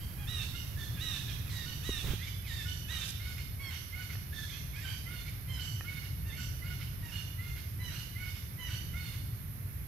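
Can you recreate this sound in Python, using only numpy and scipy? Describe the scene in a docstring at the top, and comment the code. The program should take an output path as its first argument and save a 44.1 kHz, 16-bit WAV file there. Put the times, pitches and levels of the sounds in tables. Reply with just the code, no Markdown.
"""Baby monkey crying in a yard

Held down by an adult on a paved yard, a baby monkey cries: arched squeals, then yelps that break into
rasps, answered by lower whines. Each cry is vocal-fold partials and breath shaped by the throat; it comes
from the right and rings between hard walls. Wind rumbles on the microphone under a thin high hiss, with
soft bumps, a scuff, a rustle, two taps and three faint high whistles."""
import sys
import numpy as np
from scipy import signal
from scipy.fft import rfft, irfft
from scipy.io import wavfile

SR = 44100
rng = np.random.default_rng(int(sys.argv[2]) if len(sys.argv) > 2 else 0)


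def store_pcm(level_fs):
    """Save levels as 16-bit WAV."""
    pcm = np.round(np.clip(level_fs, -1, 1) * 32767).astype(np.int16)
    wavfile.write(sys.argv[1], SR, np.atleast_2d(pcm).T)


N = 435266
TIME = np.arange(N) / SR
BINS_HZ = np.fft.rfftfreq(N, 1 / SR)

# throat response of whines and sobs (frequency [Hz], gain [dB])
WHINE_SOB_THROAT = [(720,-23),(1450,-8),(2200,1),(2950,-3),(3650,-6.5),(4400,-9),(5150,-12),(5900,-15.5),(7500,-24),(9000,-27.5),(11000,-18)]


def from_db(db):
    """Decibels to gain."""
    return 10 ** (np.asarray(db) / 20)


def rms_one(x):
    """Scale to unit rms."""
    return x / np.sqrt(np.mean(x ** 2) + 1e-20)


def in_time(points):
    """Read a curve at every sample."""
    return np.interp(TIME, *np.transpose(points))


def at_hz(points, hz):
    """Read a spectrum on a log-frequency axis."""
    f, value = np.transpose(points)
    return np.interp(np.log(np.maximum(hz, 1)), np.log(f), value)


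def drift(rate_hz, size):
    """Smooth random wander, unit rms."""
    pole = np.exp(-2 * np.pi * rate_hz / SR)
    white = rng.standard_normal(size + SR // 10)
    return rms_one(signal.lfilter([1], [1, -2 * pole, pole ** 2], white)[-size:])


def noise(colour, size=N):
    """Coloured noise, unit rms."""
    hz = np.fft.rfftfreq(size, 1 / SR)
    return rms_one(irfft(rfft(rng.standard_normal(size)) * from_db(at_hz(colour, hz)), size))


def stereo_noise(colour, side_db):
    """Mid noise plus independent side noise."""
    return noise(colour) + from_db(side_db) * noise(colour) * np.array([[1], [-1]])


def place(x, balance):
    """Pan each frequency at constant power."""
    tilt = from_db(at_hz(balance, BINS_HZ) * np.array([[.5], [-.5]]))
    return irfft(rfft(x) * tilt / np.sqrt(np.mean(tilt ** 2, axis=0)), N)


def wind(level_db=-41, gust_db=1.13, gust_hz=1.66):
    """Gusty rumble on the microphone; the deepest buffets differ between its two ports."""
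    # rumble and buffet spectra (frequency [Hz], level [dB])
    colour = [(12, -46), (20, -44), (46, -3.5), (97, 2), (145, -5.5), (209, -19.5), (426, -33), (600, -37),
              (780, -38.5), (1320, -120)]
    buffet_colour = [(15, -18), (35, 3), (55, -2.5), (110, -4.5), (200, -19), (500, -34.5), (1200, -76)]
    buffets = from_db(-12) * noise(buffet_colour) * np.array([[1], [-1]])
    gusts = from_db(level_db + gust_db * drift(gust_hz, N))
    return gusts * (noise(colour) + buffets) * from_db([[-.4], [.3]])


def open_air():
    """Far, steady murmur."""
    # spectrum (frequency [Hz], level [dB])
    colour = [(200,6),(400,-1),(700,-6),(1100,-1.5),(1650,0.5),(2100,1),(3000,-6.5),(4200,-8.5),(6000,-9),(8000,-17),(10000,-45)]
    # pan (frequency [Hz], left minus right [dB])
    balance = [(300,-23),(900,-6),(1500,-5.5),(2100,-17.5),(4500,-11),(6000,-18),(7200,-24),(9000,-5)]
    return from_db(-59.5) * place(stereo_noise(colour, side_db=2), balance)


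def hiss(echo_s=.004118, echo_db=-11.5):
    """Top-octave hiss, comb-filtered by a close reflection."""
    # spectrum (frequency [Hz], level [dB])
    colour = [(8000,-32),(8800,-13),(9900,-10.5),(11000,-3.5),(11700,-1.5),(12300,0.5),(13200,-3),(14400,-9.5),(15500,-23.5)]
    # pan (frequency [Hz], left minus right [dB])
    balance = [(8000,-13),(8800,-1),(10700,-2.5),(11500,-3.5),(12300,-10),(13500,-17.5),(15500,-10)]
    direct = from_db(-54.5) * place(stereo_noise(colour, side_db=-.1), balance)
    reflection = from_db(echo_db) * np.exp(-2j * np.pi * BINS_HZ * echo_s)
    return irfft(rfft(direct) / (1 - reflection), N)


def gesture_curves(t, length_s, hz, scoop, settle_s, glide_per_s, droop, attack_s, open_s,
                   low_swell_db, high_swell_db, droop_s=.0201):
    """A cry's pitch scoops in, glides and droops; the voice builds, the opening mouth frees the highs."""
    age, progress = np.maximum(t, 0), np.linspace(-.5, .5, len(t))
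    entry = 1 + scoop * np.exp(-(age / settle_s) ** 2)
    ending = 1 - droop * np.exp(np.minimum(t - length_s, 0) / droop_s)
    pitch = hz * entry * (1 + glide_per_s * age) * ending
    voice = 1 - np.exp(-(t - t[0]) / attack_s)
    mouth = 1 - np.exp(-age / open_s)
    return pitch, voice * from_db(low_swell_db * progress), voice * mouth * from_db(high_swell_db * progress)


def cry(row, gesture, throat, jitter, flutter_hz, air_db, shimmer_db=4, fray_db=0, growl=0,
        register_hz=2500, fade_s=.012, waver=.00354, waver_hz=20.3, wobble_hz=15):
    """Partials of unsteady vocal folds plus breath, both coloured by the throat."""
    start_s, length_s, hz, low_db, high_db = row
    span = np.flatnonzero((TIME > start_s - fade_s) & (TIME < start_s + length_s + fade_s))
    t, size = TIME[span] - start_s, len(span)
    pitch, low_swell, high_swell = gesture_curves(t, length_s, hz, **gesture)
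    fray = from_db(fray_db * np.linspace(-.5, .5, size))   # roughness follows strain
    unsteady = 1 + jitter * fray * drift(flutter_hz, size) + waver * drift(waver_hz, size)
    phase = 2 * np.pi * np.cumsum(pitch * unsteady) / SR
    order = np.arange(1, 14)[:, None]
    response = from_db(at_hz(throat, order * pitch))
    # effort shifts energy between low and high partials
    high = np.clip((order * pitch - register_hz) / 400 + .5, 0, 1)
    registers = ((from_db(low_db) * low_swell, response * (1 - high)),
                 (from_db(high_db) * high_swell, response * high))
    gains = sum(level * part / np.sqrt(np.sum(part ** 2, axis=0) + 1e-4) for level, part in registers)
    # hoarseness: each partial swells and fades on its own
    shimmer = rms_one(from_db(shimmer_db * np.array([drift(20, size) for _ in order])))
    tone = np.sum(gains * shimmer * np.sin(order * phase), axis=0)
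    # a forced voice adds lines between the partials
    thirds = np.array([[4], [8], [10]]) / 3
    wobble = np.cumsum(drift(flutter_hz, size)) * 2 * np.pi * wobble_hz / SR
    lines = from_db(at_hz(throat, thirds * pitch)) * np.sin(thirds * (phase + wobble))
    tone += growl * fray * gains[3] * np.sum(lines, axis=0)
    air_gain = from_db(air_db) * fray * np.sqrt(np.sum(gains ** 2, axis=0))
    air = air_gain * noise(throat, size) * (1 + .5 * np.cos(phase))
    gate = np.clip((np.minimum(t, length_s - t) + fade_s) / (2 * fade_s), 0, 1)
    out = np.zeros(N)
    out[span] = (tone + air) * gate
    return out


def wails():
    """Bright cries of steady pitch."""
    # (start [s], length [s], pitch [Hz], low partials [dB], high partials [dB])
    calls = [(0, 0.048, 803, -76, -53), (.54, 0.084, 722, -55.5, -50), (1.65, 0.13, 743, -61, -49.5),
             (2.659, 0.12, 745.6, -56, -49), (5.59, 0.15, 753, -60.5, -49), (6.365, 0.09, 752, -56.5, -47)]
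    # throat response (frequency [Hz], gain [dB])
    throat = [(740,-39),(1480,-11),(2250,-14),(2980,10.5),(3700,-14),(4450,0),(5200,-11),(5950,0),(6700,-24),(7500,-7.5),(9000,-31),(11000,-33)]
    gesture = dict(scoop=-0.0401, settle_s=0.02045, glide_per_s=-0.032, droop=0.004, attack_s=0.0031, open_s=.008, low_swell_db=-20, high_swell_db=-10)
    return sum(cry(c, gesture, throat, jitter=.0098, flutter_hz=120, air_db=-7.5) for c in calls)


def echoes(x, onset_s=.0066, early_db=3.5, early_s=.013):
    """Near walls: strong early echoes, then a dense stereo tail dying band by band."""
    # yard decay (frequency [Hz], T60 [s])
    t60 = [(500,0.12),(2000,0.86),(4000,1),(6000,1),(10000,0.38)]
    t, tail = TIME[:SR], 0
    edges_hz = np.geomspace(300, 15000, 9)
    for low, high in zip(edges_hz, edges_hz[1:]):
        bandpass = signal.butter(2, [low, high], "band", fs=SR, output="sos")
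        band = signal.sosfilt(bandpass, rng.standard_normal((2, SR)))
        tail += band * np.exp(-np.log(1000) * t / at_hz(t60, np.sqrt(low * high)))
    tail *= (1 - np.exp(-t / onset_s)) * from_db(early_db * np.exp(-t / early_s))
    return signal.fftconvolve(x[None], rms_one(tail) / np.sqrt(SR), axes=1)[:, :N]


def yelps():
    """Short, hoarse, falling cries."""
    # (start [s], length [s], pitch [Hz], low partials [dB], high partials [dB])
    calls = [(.18, .07, 844, -51, -54), (3.595, 0.11, 1124, -44.5, -49.5), (5.47, .11, 1048, -49, -47.5),
             (6.25, 0.073, 933, -50, -48.5), (7.02, 0.088, 958, -51, -48.5),
             (7.79, .11, 1010, -48.5, -47.5), (8.58, 0.11, 1015, -49.5, -47.5)]
    # throat response (frequency [Hz], gain [dB])
    throat = [(950,-7),(1200,-2),(1900,9),(3000,1.5),(4000,-5),(5000,-12.5),(6000,-11),(7000,-20.5),(9000,-24),(12000,-46)]
    gesture = dict(scoop=-.03, settle_s=0.0185, glide_per_s=-0.168, droop=0.0805, attack_s=.012, open_s=0.012, low_swell_db=-2, high_swell_db=5)
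    return sum(cry(c, gesture, throat, jitter=.012, flutter_hz=178, air_db=-14.5, fray_db=-.5)
               for c in calls)


def squeals():
    """Loud arches that start clean and fray as they fall; the folds slip into a slower cycle."""
    # (start [s], length [s], pitch [Hz], low partials [dB], high partials [dB])
    calls = [(.268, .178, 1011, -52.5, -41), (0.993, .185, 1014, -49, -39.5),
             (1.828, .19, 1005, -49.5, -39.5), (2.878, 0.17, 1003, -48.5, -40)]
    # throat response (frequency [Hz], gain [dB])
    throat = [(1030,-27),(1250,-3),(1800,-2),(2800,-4),(3300,-2.5),(3550,2.5),(3950,4.5),(4600,-20),(5700,-11.5),(6600,-17),(7500,-18),(9500,-22),(12000,-24)]
    gesture = dict(scoop=-.16, settle_s=.022, glide_per_s=-.72, droop=0.0246, attack_s=0.0086, open_s=0.012, low_swell_db=-2.5, high_swell_db=-5.5)
    return sum(cry(c, gesture, throat, jitter=.0035, flutter_hz=300, air_db=-13, shimmer_db=2.5,
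                   fray_db=10, growl=from_db(-13)) for c in calls)


def rasps():
    """Rough, breathy voice into which a squeal or yelp breaks."""
    # (start [s], length [s], pitch [Hz], low partials [dB], high partials [dB])
    calls = [(.39, 0.079, 872, -58, -49), (.962, 0.046, 820, -55, -54), (1.1, 0.13, 865, -57, -52),
             (1.275, 0.058, 837, -57, -47.5), (2.06, 0.095, 812, -51.5, -49),
             (2.9, 0.209, 789, -55.5, -48.5), (3.7, 0.083, 745, -53.5, -45.5),
             (4.84, 0.12, 773, -51, -48.5), (5.57, 0.12, 748, -56, -54), (6.37, 0.087, 734, -53, -51),
             (7.11, 0.11, 724.5, -57, -47), (7.9, 0.12, 725, -55, -47.5), (8.68, 0.092, 740.5, -53, -46)]
    # throat response (frequency [Hz], gain [dB])
    throat = [(750,-16.5),(1500,2.5),(2200,1),(2950,6.5),(3600,-4.5),(4400,-5),(5100,-12),(5900,-7.5),(6900,-18),(9000,-19),(12000,-20)]
    gesture = dict(scoop=0.0094, settle_s=0.019, glide_per_s=-0.046, droop=.01, attack_s=.004, open_s=0.013, low_swell_db=-9, high_swell_db=-5.5)
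    return sum(cry(c, gesture, throat, jitter=.0256, flutter_hz=138, air_db=-5.5) for c in calls)


def mews():
    """Hoarse cries of nearly level pitch."""
    # (start [s], length [s], pitch [Hz], low partials [dB], high partials [dB])
    calls = [(.772, 0.085, 905.6, -50, -46.5), (1.268, .055, 880, -51, -58.5), (4.325, 0.13, 900, -48, -47)]
    # throat response (frequency [Hz], gain [dB])
    throat = [(900,-30),(1400,0),(1800,-3),(2200,-2),(2700,-16),(3550,8),(4400,-10),(5300,-8),(6300,-9.5),(7500,-20),(12000,-21)]
    gesture = dict(scoop=-.07, settle_s=0.0116, glide_per_s=-.25, droop=.06, attack_s=0.005, open_s=0.0055, low_swell_db=-7, high_swell_db=-1)
    return sum(cry(c, gesture, throat, jitter=.011, flutter_hz=200, air_db=-10.5, fray_db=4.5)
               for c in calls)


def howls():
    """Hoarse cries swooping down from high up."""
    # (start [s], length [s], pitch [Hz], low partials [dB], high partials [dB])
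    calls = [(1.465, 0.19, 985, -46, -49.5), (2.445, 0.2, 945.4, -45.5, -48)]
    # throat response (frequency [Hz], gain [dB])
    throat = [(900,-26),(1400,-13),(1800,1.5),(2200,5.5),(2700,-11),(3100,-4),(3550,6),(4400,-8),(5300,-7),(6300,-13),(7500,-15.5),(12000,-27)]
    gesture = dict(scoop=.36, settle_s=.033, glide_per_s=-.42, droop=.005, attack_s=.03, open_s=.012, low_swell_db=-3, high_swell_db=1)
    return sum(cry(c, gesture, throat, jitter=.0171, flutter_hz=198, air_db=-9.5, fray_db=-2,
                   register_hz=3080) for c in calls)


def knocks(contacts, modes):
    """Each contact rings a few quickly damped modes."""
    clicks, t = np.zeros(N), TIME[:SR // 10]
    for time_s, db in contacts:
        clicks[round(time_s * SR)] = from_db(db)
    ring = sum(from_db(db) * np.sin(2 * np.pi * hz * t) * np.exp(-np.log(1000) * t / t60_s)
               for hz, db, t60_s in modes)
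    return signal.fftconvolve(clicks, ring)[:N]


def bumps(cutoff_hz=700):
    """Soft, low knocks against the microphone."""
    # (time [s], relative level [dB])
    contacts = [(1.892, -27.5), (2.043, -39), (2.083, -37), (2.135, -34)]
    # resonances (frequency [Hz], gain [dB], T60 [s])
    modes = [(64,-6,0.18),(279,0.5,0.016),(392,-2.5,0.027),(1100,-4,0.0087)]
    lowpass = signal.butter(2, cutoff_hz, fs=SR, output="sos")
    return from_db(2) * signal.sosfilt(lowpass, knocks(contacts, modes))


def scuff():
    """Brief rub of fur."""
    # envelope (time [s], relative level [dB])
    envelope = [(2.02,-46),(2.05,-34),(2.085,-35),(2.11,-35),(2.15,-37.5),(2.18,-78)]
    # spectrum (frequency [Hz], level [dB])
    colour = [(120,20.5),(330,3.5),(600,-6),(1100,-3.5),(2000,-5),(5000,-11),(11000,-15),(15000,-8)]
    return from_db(in_time(envelope) + .43 * drift(84, N)) * stereo_noise(colour, side_db=-8.5)


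def squeaks():
    """Rough, rising cries."""
    # (start [s], length [s], pitch [Hz], low partials [dB], high partials [dB])
    calls = [(2.195, 0.1, 628.4, -50.5, -48), (4.48, .11, 718, -54, -49), (4.735, 0.11, 741, -52, -49.5),
             (6.325, 0.054, 691, -51, -55)]
    # throat response (frequency [Hz], gain [dB])
    throat = [(700,-41),(1400,-14),(2100,13),(2700,-5),(3400,-1),(4300,-9.5),(5300,-9.5),(6300,-14.5),(7500,-22),(11000,-34)]
    gesture = dict(scoop=-0.0223, settle_s=0.0208, glide_per_s=2.6, droop=0.0094, attack_s=0.0036, open_s=0.018, low_swell_db=-7, high_swell_db=-1)
    return sum(cry(c, gesture, throat, jitter=.017, flutter_hz=258, air_db=-8.5) for c in calls)


def whistles(jitter=.016, rise=.02):
    """Faint airy tones that swell, rise slightly and fade."""
    # (start [s], length [s], pitch [Hz], level [dB])
    notes = [(2.52, 0.3, 9100, -66), (5.0, 0.28, 9100, -60), (8.946, 0.37, 9000, -60)]
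    out = np.zeros(N)
    for start_s, length_s, hz, db in notes:
        span = np.flatnonzero((TIME > start_s) & (TIME < start_s + length_s))
        progress = np.linspace(0, 1, len(span))
        pitch = hz * (1 - rise * (1 - progress) ** 2 + jitter * drift(390, len(span)))
        out[span] += from_db(db) * np.sin(np.pi * progress) * np.sin(2 * np.pi * np.cumsum(pitch) / SR)
    return out


def rustle():
    """Thin, dry, flickering noise."""
    # envelope (time [s], relative level [dB])
    envelope = [(3.03,-85),(3.055,-47),(3.07,-58),(3.09,-49),(3.11,-48),(3.13,-85)]
    # spectrum (frequency [Hz], level [dB])
    colour = [(2000,-30),(5000,1),(8000,-7),(11500,-3),(15500,-20)]
    return from_db(in_time(envelope) + 2.5 * drift(120, N)) * stereo_noise(colour, side_db=4)


def whines():
    """Low, soft, purer cries."""
    # (start [s], length [s], pitch [Hz], low partials [dB], high partials [dB])
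    calls = [(3.19, 0.14, 743, -44.5, -50.5), (3.92, 0.135, 743, -44.5, -52.5),
             (5.06, .16, 726, -45.5, -54), (5.835, 0.16, 739.6, -44.5, -54),
             (6.62, 0.13, 731, -44.5, -53.5), (7.38, .14, 710.5, -47.5, -54.5),
             (8.155, 0.1566, 739, -45, -54), (8.925, .17, 733.6, -46, -51.5)]
    gesture = dict(scoop=-.075, settle_s=.035, glide_per_s=-0.028, droop=0.0249, attack_s=0.028, open_s=0.027, low_swell_db=-4.5, high_swell_db=8)
    return sum(cry(c, gesture, WHINE_SOB_THROAT, jitter=.0094, flutter_hz=131, air_db=-12, shimmer_db=5,
                   fray_db=3.5) for c in calls)


def sobs():
    """A short, rough catch after each whine."""
    # (start [s], length [s], pitch [Hz], low partials [dB], high partials [dB])
    calls = [(3.37, 0.048, 735, -51, -52.5), (4.09, .06, 735, -49.5, -54),
             (5.255, 0.045, 734, -49.5, -56.5), (6.015, 0.056, 733, -53, -57.5),
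             (6.8, 0.041, 740, -49.5, -51.5), (7.56, 0.051, 730, -50, -56), (8.34, 0.055, 731, -55, -54),
             (9.12, 0.045, 732, -50, -59)]
    gesture = dict(scoop=-0.0503, settle_s=.018, glide_per_s=.1, droop=0.0296, attack_s=.004, open_s=.004, low_swell_db=-6, high_swell_db=-1)
    return sum(cry(c, gesture, WHINE_SOB_THROAT, jitter=.041, flutter_hz=130, air_db=-4.5) for c in calls)


def taps():
    """Small hard contacts with a faint wall echo."""
    # (time [s], relative level [dB])
    contacts = [(4.154, -39), (5.809, -32)]
    # resonances (frequency [Hz], gain [dB], T60 [s])
    modes = [(830,-21,0.024),(1330,-10,0.023),(1800,-2.5,0.018),(2500,-12,.02),(5200,-18,.012)]
    direct = knocks(contacts, modes)
    return direct + from_db(-10) * echoes(direct)


def scene():
    """Cries and echoes to the right, over near sounds and background."""
    # wall reflection (frequency [Hz], gain [dB])
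    wall_return = [(800,3.5),(1500,-2.5),(2200,-2.5),(3000,0.5),(3700,1),(4800,7),(5900,9),(7000,6.5),(9000,9)]
    # pan of the cries (frequency [Hz], left minus right [dB])
    balance = [(800,-5.5),(1500,-8),(2100,-12),(3000,-10),(4500,-12),(6000,-17),(7500,-20),(8800,-2),(12000,-5)]
    voice = mews() + howls() + yelps() + whines() + sobs() + wails() + squeaks() + rasps()
    squeal = squeals()
    # a wide-open mouth beams squeals forward: less reaches the walls
    spread = voice + from_db(-2) * squeal
    returned = echoes(irfft(rfft(spread) * from_db(at_hz(wall_return, BINS_HZ)), N))
    cries = place(voice + squeal + from_db(-2.5) * returned, balance)
    calls = cries + whistles()
    near = bumps() + (scuff() + rustle()) * from_db([[-7], [0]]) + taps() * from_db([[-4], [3]])
    return calls + near + wind() + open_air() + hiss()


def record(dry):
    """Steep treble cut."""
    cutoff_hz = 15700
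    return signal.sosfilt(signal.ellip(12, .1, 90, cutoff_hz, fs=SR, output="sos"), dry)


dry = scene()
out = record(dry)
store_pcm(out)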